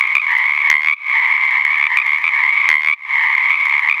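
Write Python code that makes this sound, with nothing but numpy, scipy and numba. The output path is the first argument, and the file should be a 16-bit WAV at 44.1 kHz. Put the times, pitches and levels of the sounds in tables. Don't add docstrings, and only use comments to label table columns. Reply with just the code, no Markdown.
import sys
import numpy as np
from scipy import signal
from scipy.fft import rfft, irfft
from scipy.io import wavfile
from scipy.ndimage import uniform_filter1d
from numba import njit

SR = 44100
rng = np.random.default_rng(int(sys.argv[2]) if len(sys.argv) > 2 else 0)


def inscribe(sig):
    pcm = np.round(np.clip(np.atleast_2d(sig).T, -1, 1) * 32767)
    wavfile.write(sys.argv[1], SR, pcm.astype(np.int16))


N = 176400


def amp(db):
    return 10 ** (np.asarray(db) / 20)


def unit_rms(x):
    return x / np.sqrt(np.mean(x ** 2) + 1e-20)


def add(mix, start_s, sound):
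    at = int(round(start_s * SR))
    sound = sound[max(-at, 0):]
    part = mix[max(at, 0):][:len(sound)]
    part += sound[:len(part)]


def noise(spectrum):
    hz, db = np.transpose(spectrum)
    shape = amp(np.interp(np.log(np.fft.rfftfreq(N, 1 / SR) + 1), np.log(hz), db))
    return unit_rms(irfft(rfft(rng.standard_normal(N)) * shape, N))


def pond(x, wet_db, t60_s=.081):
    t = np.arange(SR // 4) / SR
    echoes = rng.standard_normal(len(t)) * (rng.random(len(t)) < .05) * amp(-60 * t / t60_s)
    return x + amp(wet_db) * signal.fftconvolve(x, echoes / np.linalg.norm(echoes))[:N]


def sac_pulse(hz, swell_ms, decay_ms, voice_db, edge, attack_ms=.18, length_ms=17, fade_ms=4.2):
    ms = np.arange(0, length_ms, 1000 / SR)
    snap = edge ** swell_ms
    swell = snap + (1 - snap) * np.sin(np.pi / 2 * np.minimum(ms / swell_ms, 1))
    attack = 1 - np.exp(-ms / attack_ms)
    decay = np.exp(-np.maximum(ms - swell_ms, 0) / decay_ms)
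    fade = np.minimum((length_ms - ms) / fade_ms, 1)
    phase = np.pi * hz * np.arange(len(ms)) / SR
    tone = sum(amp(db) * np.sin((k + 1) * phase) for k, db in enumerate(voice_db))
    return attack * swell * decay * fade * tone


def far_call(count, rate_hz, first_hz, last_hz, first_db, last_db, tones=(), jitter_s=.0003):
    voice_db = [-12, -0.5, -26, -47]
    out, count = np.zeros(SR // 2), round(count)
    for k, (late, loud) in enumerate(rng.standard_normal((count, 2))):
        progress = k / max(count - 1, 1)
        start_s = k / rate_hz + jitter_s * late
        hz = first_hz + progress * (last_hz - first_hz)
        gain = amp(first_db + progress * (last_db - first_db) + 1.26 * loud)
        add(out, start_s, gain * sac_pulse(hz, swell_ms=2.32, decay_ms=2.07, voice_db=voice_db, edge=.68))
        if len(tones):
            add(out, start_s, gain * recorder_tones(hz, tones))
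    return out


def crowd(count=130, call_s=.16, rate_hz=75, spread=.06, climb=.037, uneven_db=4):
    # time_s, mean_pitch_hz, level_db
    waves = [(0, 2173, -13.5), (.2, 2234, -24.5), (.3, 2053, -12.5), (.45, 2060, -15.5), (.6, 2300, -23.5),
             (.68, 2010, -9), (.95, 2240, -17), (1.2, 2107, -12), (1.45, 2169, -11), (1.56, 2103, -12),
             (1.86, 2146, -19), (1.94, 2017, -13.5), (2.28, 2200, -21), (2.34, 2027, -15), (2.62, 2247, -7),
             (3.02, 2180, -21.5), (3.25, 2068, -12.5), (3.58, 2240, -14.5), (3.85, 2077, -17.5),
             (4, 2230, -20)]
    time_s, hz, db = np.transpose(waves)
    out, starts = np.zeros(N), np.linspace(-call_s, N / SR, count)
    for start, (late, detune, pace, loud) in zip(starts, rng.uniform(-1, 1, (count, 4))):
        pitch = np.interp([start, start + call_s], time_s, hz) * (1 + spread * detune)
        glide_hz = pitch * [1 - climb, 1 + climb]
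        level_db = uneven_db * loud
        call = far_call(call_s * rate_hz, rate_hz * (1 + .1 * pace), *glide_hz, level_db, level_db)
        add(out, start + late / rate_hz, call)
    return unit_rms(pond(out, wet_db=-3.5)) * amp(np.interp(np.arange(N) / SR, time_s, db))


def hiss(level_db=-55.5):
    # frequency_hz, level_db
    spectrum = [(20, 4), (100, 6), (300, -4), (700, -5), (3000, -3.5), (6000, -5.5), (10000, -12.5),
                (16000, -17.5)]
    return amp(level_db) * noise(spectrum)


def neighbours():
    # first_pulse_s, last_pulse_s, pulses, first_pitch_hz, last_pitch_hz, first_db, last_db
    calls = [(.0084, .052, 4, 2200, 2210, 0.5, -1.5), (.076, 0.117, 4, 2140, 2180, -11.5, -9),
             (.217, 0.243, 3, 2276, 2180, -8, -11.5), (.305, .367, 5, 1980, 2017, -12, -1.5),
             (0.385, 0.6163, 18, 1987, 2260, -7.5, -7), (1.097, 1.143, 4, 2114, 2170, -9.5, -8.5),
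             (1.1556, 1.378, 18, 1967, 2184, -6.5, 2), (1.3962, 1.49, 8, 2146, 2260, -10.5, -7.5),
             (1.529, 1.609, 7, 1940, 2130, -12, -5), (1.6506, 1.756, 9, 2115, 2296, -6, -2.5),
             (1.798, 1.867, 6, 2206, 2320, -5, 3), (2.0651, 2.172, 9, 2146, 2236, -7, -6.5),
             (2.2406, 2.2894, 5, 2310, 2336, -1.5, -3.5), (2.4359, 2.504, 6, 2073, 2160, -2.5, 0.5),
             (2.5392, 2.669, 11, 2220, 2140, -12.5, -0.5), (3.1543, 3.3085, 13, 1983, 2010, -8, -7.5),
             (3.3506, 3.487, 10, 2145, 2010, -3, -13), (3.5037, 3.554, 5, 2190, 2350, 0.5, -2.5),
             (3.6547, 3.793, 11, 2170, 2237, -7.5, -2), (3.8057, 3.887, 7, 1920, 2104, -20, -2),
             (3.953, 3.993, 4, 2215, 2344, -11.5, -13.5)]
    # frequency_hz, slope_hz_per_hz, level_db
    tones = [(9200, -4.5, -52), (11700, -4.5, -51.5)]
    out = np.zeros(N)
    for start_s, end_s, count, *glide in calls:
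        rate_hz = (count - 1) / (end_s - start_s)
        add(out, start_s, far_call(count, rate_hz, *glide, tones))
    return pond(out, wet_db=-9)


def recorder_tones(pitch_hz, tones, peak_ms=1.8, pivot_hz=2150):
    t = np.arange(SR // 50) / SR
    age = 1000 * t / peak_ms
    offset_hz = pitch_hz - pivot_hz
    treble = sum(amp(db) * np.sin(2 * np.pi * (hz + slope * offset_hz) * t) for hz, slope, db in tones)
    return age * np.exp(1 - age) * treble


def click(ring_hz=2870, rasp_hz=3980, rasp_db=-10, peak_ms=.34):
    t = np.arange(SR // 200) / SR
    age = 1000 * t / peak_ms
    ring = np.sin(2 * np.pi * ring_hz * t) + amp(rasp_db) * np.sin(2 * np.pi * rasp_hz * t)
    return age * np.exp(1 - age) * ring


def close_frog(calls, course, gaps, edge=.47):
    voice_db = [-16.5, -2, -27, -42]
    # frequency_hz, slope_hz_per_hz, level_db
    tones = [(8750, -2.4, -47), (13950, -4.5, -49)]
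    out = np.zeros(N)
    pulses_left, *curves = np.transpose(course)
    for start_s, count, call_db in calls:
        for left in reversed(range(count)):
            hz, db, swell_ms, decay_ms = (np.interp(left, pulses_left, curve) for curve in curves)
            body = sac_pulse(hz, swell_ms, decay_ms, voice_db, edge)
            snap = amp(-14) * edge ** swell_ms * click()
            for part in body, snap, recorder_tones(hz, tones):
                add(out, start_s, amp(call_db + db) * part)
            start_s += np.interp(left, *np.transpose(gaps)) / 1000
    return pond(out, wet_db=-24)


def short_notes():
    # start_s, pulses, level_db
    notes = [(.1526, 4, 6.5), (1.9717, 4, 4.5), (3.897, 4, 5)]
    # pulses_left, pitch_hz, level_db, swell_ms, decay_ms
    course = [(0, 2450, -7, 3.2, 6), (1, 2335, -0.5, 2.7, 2.6), (2, 2320, 1, 3.1, 2.1),
              (3, 2395, -2, 1, 4.7)]
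    # pulses_left, gap_ms
    gaps = [(1, 15.5), (2, 14), (3, 13.6)]
    return close_frog(notes, course, gaps)


def close_calls():
    # start_s, pulses, level_db
    calls = [(.7012, 19, 23), (2.6895, 20, 22)]
    # pulses_left, pitch_hz, level_db, swell_ms, decay_ms
    course = [(0, 2340, -4, 1.4, 5.3), (1, 2270, -0.5, 3.6, 6.9), (2, 2230, 2, 2.8, 3),
              (4, 2235, 1.5, 1.8, 3), (6, 2180, -5.5, 0.71, 3), (7, 2150, -3.5, 0.45, 3),
              (9, 2140, -5.5, 0.33, 2.8), (11, 2107, -1.5, 3.6, 2.8), (14, 2110, 4, 3, 2.8),
              (16, 2055, -1.5, 1.9, 2.7), (17, 2120, -4, 0.6, 5), (19, 2060, -8.5, 0.71, 1.8)]
    # pulses_left, gap_ms
    gaps = [(1, 11), (2, 13), (4, 12.9), (6, 12), (7, 13.6), (11, 13.5), (14, 13.3), (16, 12.3), (17, 13.1),
            (19, 12.3)]
    return close_frog(calls, course, gaps)


def scene():
    frogs = close_calls() + short_notes() + neighbours() + crowd()
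    low_cut = signal.butter(8, 805, "high", fs=SR, output="sos")
    return (signal.sosfilt(low_cut, frogs) + hiss())[None]


def grit(x, level_db=-24.5):
    # frequency_hz, level_db
    spectrum = [(20, -8), (200, -4.5), (600, -6), (1500, -0.5), (2800, 10), (4000, 1.5), (5200, -11),
                (6500, -16.5), (9500, -19), (16000, -26)]
    loudness = np.sqrt(abs(uniform_filter1d(x ** 2, size=44)))
    return amp(level_db) * noise(spectrum) * loudness


@njit
def follow(rectified, limit, rise, fall):
    out, level = np.empty(len(rectified)), limit
    for i in range(len(rectified)):
        level = max(level * fall + rise * max(rectified[i] - level, 0.), limit)
        out[i] = level
    return out


def gain_control(x, limit_db=-12.5, attack_s=.0047, release_db_per_s=161):
    limit = float(amp(limit_db))
    level = follow(abs(x), limit, 1 / (attack_s * SR), float(amp(-release_db_per_s / SR)))
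    return x * limit / level


def overload(x, knee=.47, bend_db=-21.5):
    x = np.clip(x, -1, 1)
    return x - amp(bend_db) * np.maximum(abs(x) - knee, 0) ** 2 / knee


def record(dry, notch_hz=7820, notch_width_hz=970, high_cut_hz=15750):
    x = overload(gain_control(dry[0]))
    x = x + grit(x)
    hz = np.fft.rfftfreq(N, 1 / SR)
    notch = 1 - np.exp(-((hz - notch_hz) / (notch_width_hz / 2)) ** 2)
    x = irfft(rfft(x) * notch, N)
    high_cut = signal.firwin(511, high_cut_hz, window=("kaiser", 9), fs=SR)
    return signal.oaconvolve(x, high_cut, "same")[None]


dry = scene()
out = record(dry)
inscribe(out)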